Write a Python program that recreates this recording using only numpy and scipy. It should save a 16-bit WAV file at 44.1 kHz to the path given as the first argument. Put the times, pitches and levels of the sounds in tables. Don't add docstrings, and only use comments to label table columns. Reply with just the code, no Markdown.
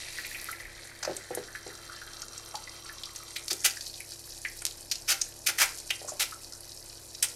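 import sys
import numpy as np
from scipy import signal
from scipy.fft import rfft, irfft
from scipy.io import wavfile
from scipy.ndimage import uniform_filter1d

SR = 44100
rng = np.random.default_rng(int(sys.argv[2]) if len(sys.argv) > 2 else 0)


def master_out(mix):
    frames = np.transpose(np.atleast_2d(mix))
    ceiling = np.clip(frames, -1, 1)
    pcm = np.round(ceiling * 32767).astype(np.int16)
    wavfile.write(sys.argv[1], SR, pcm)


N = 324135
TIME = np.arange(N) / SR


def undb(db):
    return 10 ** (np.asarray(db) / 20)


def unit(x):
    return x / np.sqrt(np.mean(x ** 2))


def add(out, start_s, x):
    i = max(int(start_s * SR), 0)
    out[i:i + len(x)] += x[:max(N - i, 0)]


def resonate(x, hz, width_hz, stages=1):
    hz = min(hz, 0.45 * SR)
    for _ in range(stages):
        x = signal.lfilter(*signal.iirpeak(hz, hz / min(width_hz, SR / 4), fs=SR), x)
    return x


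def colour(x, points, size=8192):
    hz, db = np.transpose(points)
    grid = np.linspace(1, SR / 2, size // 2 + 1)
    cepstrum = irfft(np.log(undb(np.interp(np.log(grid), np.log(hz), db))))
    cepstrum[1:size // 2] *= 2
    cepstrum[size // 2 + 1:] = 0
    return signal.fftconvolve(x, irfft(np.exp(rfft(cepstrum))))[:len(x)]


def wander(per_s):
    knots = rng.standard_normal(2048)
    return np.interp(TIME * per_s, np.arange(len(knots)), knots)


def clicks(per_s, spread_db):
    size = undb(spread_db * np.minimum(rng.exponential(size=N), 5.5))
    return (rng.random(N) < per_s / SR) * size * np.sign(rng.standard_normal(N))


def puffs(per_s, spread_db, life_s):
    retain = np.exp(-2 / (life_s * SR))
    power = signal.lfilter([1 - retain], [1, -retain], clicks(per_s, spread_db) ** 2)
    return np.sqrt(power + 1e-18) * rng.standard_normal(N)


def envelope(age, rise_s, decay_s):
    return np.exp(-age / decay_s) * (1 - np.exp(-age / rise_s))


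def peak_level(x, db):
    return x * undb(db) / np.sqrt(uniform_filter1d(x ** 2, 128, mode="constant").max())


def loosened(s):
    return np.interp(s, [3.3, 3.7], [0, 1])


def strays(level, pitch, above_db, count):
    starts = rng.random(count) * N / SR
    octaves = 0.15 * rng.standard_normal(count)
    return [(s, level(s) + above_db, pitch(s) * 2 ** octave) for s, octave in zip(starts, octaves)]


# time in seconds, relative level in dB.
FRYING_LEVELS = [(0.0, -43.5), (0.33, -46.5), (0.65, -52), (3.44, -49), (3.62, -45.5), (5.49, -51),
                 (5.59, -47), (7.0, -50), (7.35, -49)]


def sizzle_level(s):
    return np.interp(s, *np.transpose(FRYING_LEVELS)) + 3


def flared(level_db, steam, flare_db=-16.5, decay_s=0.056):
    retain = np.exp(-1 / (decay_s * SR))
    thrown = signal.lfilter([1 - retain], [1, -retain], steam ** 2)
    return 10 * np.log10(undb(level_db) ** 2 + undb(flare_db) ** 2 * thrown)


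# frequency in Hz, relative level in dB.
RUNNY_SPECTRUM = [(900, -15), (2000, -2), (2900, -10), (3600, -2.5), (4200, 2), (5600, -3), (6800, -4),
                  (8500, -5), (11500, -8), (12800, -35), (16000, -21)]
SET_SPECTRUM = [(1180, -42), (2000, -16.5), (2320, -4), (2400, 13), (2760, 7), (3310, 9.5), (3680, 6.5),
                (3980, 17), (4940, 20), (10400, 15.5), (11700, 15), (15100, -20), (16000, -17)]
# frequency in Hz, half-width per stage in Hz, relative gain in dB.
PAN_RESONANCES = [(780, 70, -7), (2720, 90, -6), (3200, 110, -2), (4120, 150, -1), (4690, 200, -3),
                  (5600, 450, -2), (7260, 130, -3), (8210, 260, -5), (9800, 220, -9)]


def sizzle(level_db):
    flurry = undb(3 * wander(30)) * (1 + 4 * np.exp(-TIME / 0.6))
    fizz = np.zeros(N)
    for hz in np.geomspace(2200, 14000, num=9):
        froth = puffs(200 * flurry, spread_db=4, life_s=0.002)
        fizz += unit(resonate(froth, hz, 0.29 * hz)) * (hz / 6000) ** 0.068
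    crackle = clicks(2200 * flurry, spread_db=1)
    bursts = unit(unit(fizz) + undb(-6) * unit(crackle))
    bursts /= np.sqrt(uniform_filter1d(bursts ** 2, size=SR // 3))
    bursts += undb(-28) * rng.standard_normal(N)
    loose = loosened(TIME)
    egg = np.sqrt(1 - loose) * unit(colour(bursts, RUNNY_SPECTRUM))
    egg += np.sqrt(loose) * unit(colour(bursts, SET_SPECTRUM))
    ring = unit(sum(undb(db) * resonate(bursts, hz, 2 * half_width, stages=2)
                    for hz, half_width, db in PAN_RESONANCES))
    ring_db = np.interp(TIME, [0.8, 1.6, 3.2, 3.7], [-15, -7, -6, -18])
    spray = unit(resonate(puffs(490, spread_db=4, life_s=0.0014), 11800, 6500))
    spray *= np.interp(TIME, [0.1, 0.25, 0.45, 0.7], [0.12, 0.88, 1, 0.27])
    return (unit(egg + undb(ring_db) * ring) + spray) * undb(level_db - 2.34)


def bubbling_level(s, fade_db_per_s=4):
    return (-43.5 - fade_db_per_s * s) * (1 - loosened(s)) - 60.5 * loosened(s)


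def bubble_pitch(s, start_hz=2220, sink_oct_per_s=0.296, loose_hz=1760):
    return start_hz * 2 ** (-sink_oct_per_s * s) * (1 - loosened(s)) + loose_hz * loosened(s)


def bubble(hz, decay_cycles=4, glide=0.05):
    cycles = np.arange(int(8 * decay_cycles * SR / hz) + 2) * hz / SR
    rise = 1 + glide * np.tanh(cycles / decay_cycles / 2)
    return np.exp(-cycles / decay_cycles) * np.sin(2 * np.pi * cycles * rise)


def bubbling(level_db, count=5000):
    out = np.zeros(N)
    for when, detune, strength in rng.random((count, 3)):
        start = when * N / SR
        hz = bubble_pitch(start) * 2 ** (0.64 * (detune - 0.5))
        add(out, start, undb(15 * strength ** 3) * bubble(hz))
    return unit(out) * undb(level_db - 4)


# frequency in Hz, level in dB.
HOB_TONES = [(29, -61), (59, -60.5), (100, -58.5), (131, -64), (341, -61)]
# frequency in Hz, relative level in dB.
FAN_SPECTRUM = [(15, -11.5), (28, 8), (45, -9.5), (80, -10), (140, -12), (200, -13.5), (280, -10),
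                (350, -11.5), (450, -9), (620, -9.5), (1100, -18), (2500, -42.5), (6000, -38)]


def hob():
    hum = np.zeros(N)
    for hz, db in HOB_TONES:
        tone = np.sqrt(2) * np.sin(2 * np.pi * hz * TIME + 0.5 * wander(25))
        hum += undb(db) * tone * (1 + 0.037 * wander(4.9))
    air = unit(colour(rng.standard_normal(N), FAN_SPECTRUM))
    return hum + air * undb(-53.5 + np.clip(wander(1.97), -1, 1))


# start in seconds, relative level in dB, pitch in Hz.
DROPLET_SNAPS = [(0.1795, -22, 4730), (0.5138, -18, 10700), (1.166, -15, 7650), (1.35, -13, 9700),
                 (2.2189, -17, 5750), (2.3777, -20, 6700), (2.5541, -15.5, 4830), (3.035, -15.5, 3800),
                 (3.1606, -17, 5940), (3.4818, -11.5, 5200), (3.531, -10, 7040), (3.8089, -15.5, 4600),
                 (3.8665, -17.5, 4670), (4.6529, -4.5, 6300), (4.6662, -9.5, 5160), (4.9556, -16, 5100),
                 (5.7844, -20, 6100), (5.894, -34, 2940), (7.1484, -19.5, 5000)]


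def snaps(crack_above_db=-14.5):
    out, age = np.zeros(N), np.arange(1024) / SR
    scattered = strays(sizzle_level, lambda s: 5050, above_db=21.5, count=14)
    for start, db, hz in list(DROPLET_SNAPS) + scattered:
        spray = resonate(rng.standard_normal(len(age)), hz, 0.35 * hz)
        spray *= envelope(age, rise_s=0.00062, decay_s=0.0033)
        spray[0] += 2.5 * undb(2 * (db - crack_above_db))
        snap = resonate(spray, hz, 0.75 * hz)
        add(out, start, peak_level(snap, db - 16.5))
    return out


# start in seconds, peak level in dB, pitch in Hz.
BLISTER_PLOPS = [(0.185, -30, 1740), (0.246, -34.5, 2270), (0.346, -33.5, 2330), (0.486, -32, 1370),
                 (0.527, -34, 2050), (1.028, -35, 1560), (1.55, -31, 1680), (1.896, -37, 1380),
                 (2.016, -37, 1540), (2.542, -32, 860), (2.673, -38.5, 2050), (2.89, -36.5, 1750),
                 (3.362, -34, 2160), (3.769, -36, 1780), (4.002, -37.5, 2185), (4.449, -25.5, 1960),
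                 (6.083, -39.5, 1110), (6.322, -38, 1340)]


def blisters():
    out, age = np.zeros(N), np.arange(2048) / SR
    scattered = strays(bubbling_level, bubble_pitch, above_db=8, count=30)
    for start, db, hz in list(BLISTER_PLOPS) + scattered:
        puff = rng.standard_normal(len(age)) * envelope(age, rise_s=0.00047, decay_s=0.0073)
        cavity = resonate(puff, hz, 0.28 * hz, stages=2)
        add(out, start, peak_level(cavity + 0.0073 * puff, db))
    return out


def waft(peak_s=0.7, width_s=0.085):
    rumble = unit(resonate(resonate(rng.standard_normal(N), 32, 24), 32, 35))
    return undb(-46) * rumble * np.exp(-((TIME - peak_s) / width_s) ** 2)


# start, attack and hold in seconds, level in dB, cavity pitch in Hz,
# cavity level against the hiss in dB, gain of the hiss's low body in dB.
STEAM_JETS = [(1.026, 0.0051, .002, -30, 5600, 11, 18.5), (1.046, 0.0048, 0.0022, -31.5, 5350, 10, 22),
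              (3.356, 0.0069, .005, -32, 3960, 0.5, -8), (3.501, 0.01, 0.0027, -23, 4800, 2.5, -1.5),
              (3.642, 0.0077, 0.014, -18.5, 2650, -21, -5), (4.617, .003, .001, -36, 8400, 6, 12),
              (4.9131, 0.0011, 0.0064, -22, 5120, 4.5, -10), (5.074, 0.027, 0.017, -21.5, 5500, -4, -1),
              (5.2134, 0.0029, .0002, -20, 5800, 15, -15), (5.461, 0.011, 0.0022, -18, 2920, -30, -24),
              (5.483, 0.0039, 0.013, -28, 2220, -17, 5.5), (5.58, 0.0056, 0.019, -24, 1770, -9, -2.5),
              (5.597, 0.024, 0.012, -20.5, 2140, -9.5, 3.5), (5.903, 0.0041, 0.002, -21, 2750, 8, 3),
              (6.07, 0.022, .004, -34, 6900, 20, 7), (6.194, 0.0045, 0.027, -24.5, 3720, -11, -2),
              (7.224, 0.0042, 0.0015, -18.5, 8950, -2, -30), (7.233, .002, 0.0093, -25, 8850, -6, -2.5)]
# frequency in Hz, relative level in dB.
JET_SPECTRUM = [(100, -59), (300, -13.5), (450, -12), (750, -3), (1100, -6), (1400, 2), (1700, 1.5),
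                (2200, 3.5), (4300, -1.5), (5600, 1), (8500, -2.5), (12500, -5.5), (16000, -5.5)]
# frequency in Hz, bandwidth in Hz, gain in dB.
JET_RING_TONES = [(1375, 20, -3), (2370, 25, -6), (4890, 50, -6), (6240, 50, -5), (8880, 50, -6)]


def jets(body_below_hz=1740, splutter_db=1.5):
    out, age = np.zeros(N), np.arange(8192) / SR
    rush = rng.standard_normal(N) + 0.87 * unit(puffs(1600, spread_db=1.5, life_s=0.00055))
    hiss = unit(colour(rush, JET_SPECTRUM))
    body = signal.sosfiltfilt(signal.butter(2, body_below_hz, fs=SR, output="sos"), hiss)
    flow = rng.standard_normal(N)
    splutter = undb(splutter_db * wander(per_s=220))
    for start, attack, hold, db, hz, cavity_db, body_db in STEAM_JETS:
        span = slice(int(start * SR), int(start * SR) + len(age))
        t = age[:len(flow[span])]
        release_s = 0.0038 + 0.22 * (attack + hold)
        collapse = np.exp(-np.maximum(t - attack - hold, 0) / release_s)
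        pressure = np.minimum(t / attack, 1) * collapse
        cavity = unit(resonate(flow[span], hz, 0.45 * hz, stages=2))
        steam = unit(hiss[span] + (undb(body_db) - 1) * body[span] + undb(cavity_db) * cavity)
        add(out, start, steam * pressure * splutter[span] * undb(db))
    return out + sum(undb(db) * resonate(out, hz, width) for hz, width, db in JET_RING_TONES)


# start in seconds, relative level in dB, pitch in Hz.
HANDLING_KNOCKS = [(1.076, -26, 570), (1.096, -28, 433), (1.307, -30.5, 494), (1.374, -27, 457),
                   (1.665, -36, 423), (3.516, -36.5, 407), (6.016, -40, 560), (6.047, -38.5, 597),
                   (6.12, -36, 620)]
# frequency in Hz, relative level in dB, 60 dB decay time in seconds.
BODY_MODES = [(149, -12, 0.1), (347.6, -12, 0.06), (399, -5, 0.07), (497, -8, 0.088), (664, 11, 0.013),
              (730, -15.5, 0.094), (1240, -13, 0.011)]


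def knocks():
    out, age = np.zeros(N), np.arange(8192) / SR
    for start, db, pitch_hz in HANDLING_KNOCKS:
        detunes = 1 + 0.047 * rng.standard_normal(len(BODY_MODES))
        ring = sum(undb(mode_db - 60 * age / t60) * np.sin(2 * np.pi * hz * detune * age)
                   for (hz, mode_db, t60), detune in zip(BODY_MODES, detunes))
        thud = np.sin(2 * np.pi * pitch_hz * age) * np.exp(-age / 0.003)
        onset = 1 - np.exp(-age / 0.0018)
        blow = resonate((thud + 0.35 * ring) * onset, pitch_hz, 2.6 * pitch_hz)
        rattle = resonate(rng.standard_normal(len(age)), 1500, 1100)
        rattle *= envelope(age, rise_s=0.0021, decay_s=0.021)
        add(out, start, peak_level(blow + 0.15 * rattle, db + 2))
    return out


def kitchen(x, early_db=-10, early_decay_s=0.012, late_db=-11, t60_s=0.29):
    age = np.arange(SR // 2) / SR
    near, far = rng.standard_normal((2, len(age)))
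    arrivals = (rng.random(len(age)) < 0.05) * (age > 0.0006)
    early = near * arrivals * np.exp(-age / early_decay_s)
    tail = far * undb(-60 * age / t60_s) * (age > 0.006)
    late = colour(tail, [(200, 5), (1500, 1), (6000, -5.5), (10000, -6), (15000, -7)])
    response = undb(early_db) * early / np.linalg.norm(early)
    response += undb(late_db) * late / np.linalg.norm(late)
    return x + signal.fftconvolve(x, response)[:N]


def scene():
    steam = jets()
    frying = sizzle(flared(sizzle_level(TIME), steam))
    pan = frying + bubbling(bubbling_level(TIME)) + snaps() + blisters() + steam + knocks()
    return (kitchen(pan) * undb(-1) + hob() + waft())[None]


def record(dry, cutoff_hz=15800):
    shaped = colour(dry[0], [(20, -6), (11900, 2), (12400, 1.5), (14500, -4.5), (16000, -17)])
    lowpass = signal.ellip(8, 0.2, 70, cutoff_hz, fs=SR, output="sos")
    return signal.sosfilt(lowpass, shaped)[None]


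dry = scene()
out = record(dry)
master_out(out)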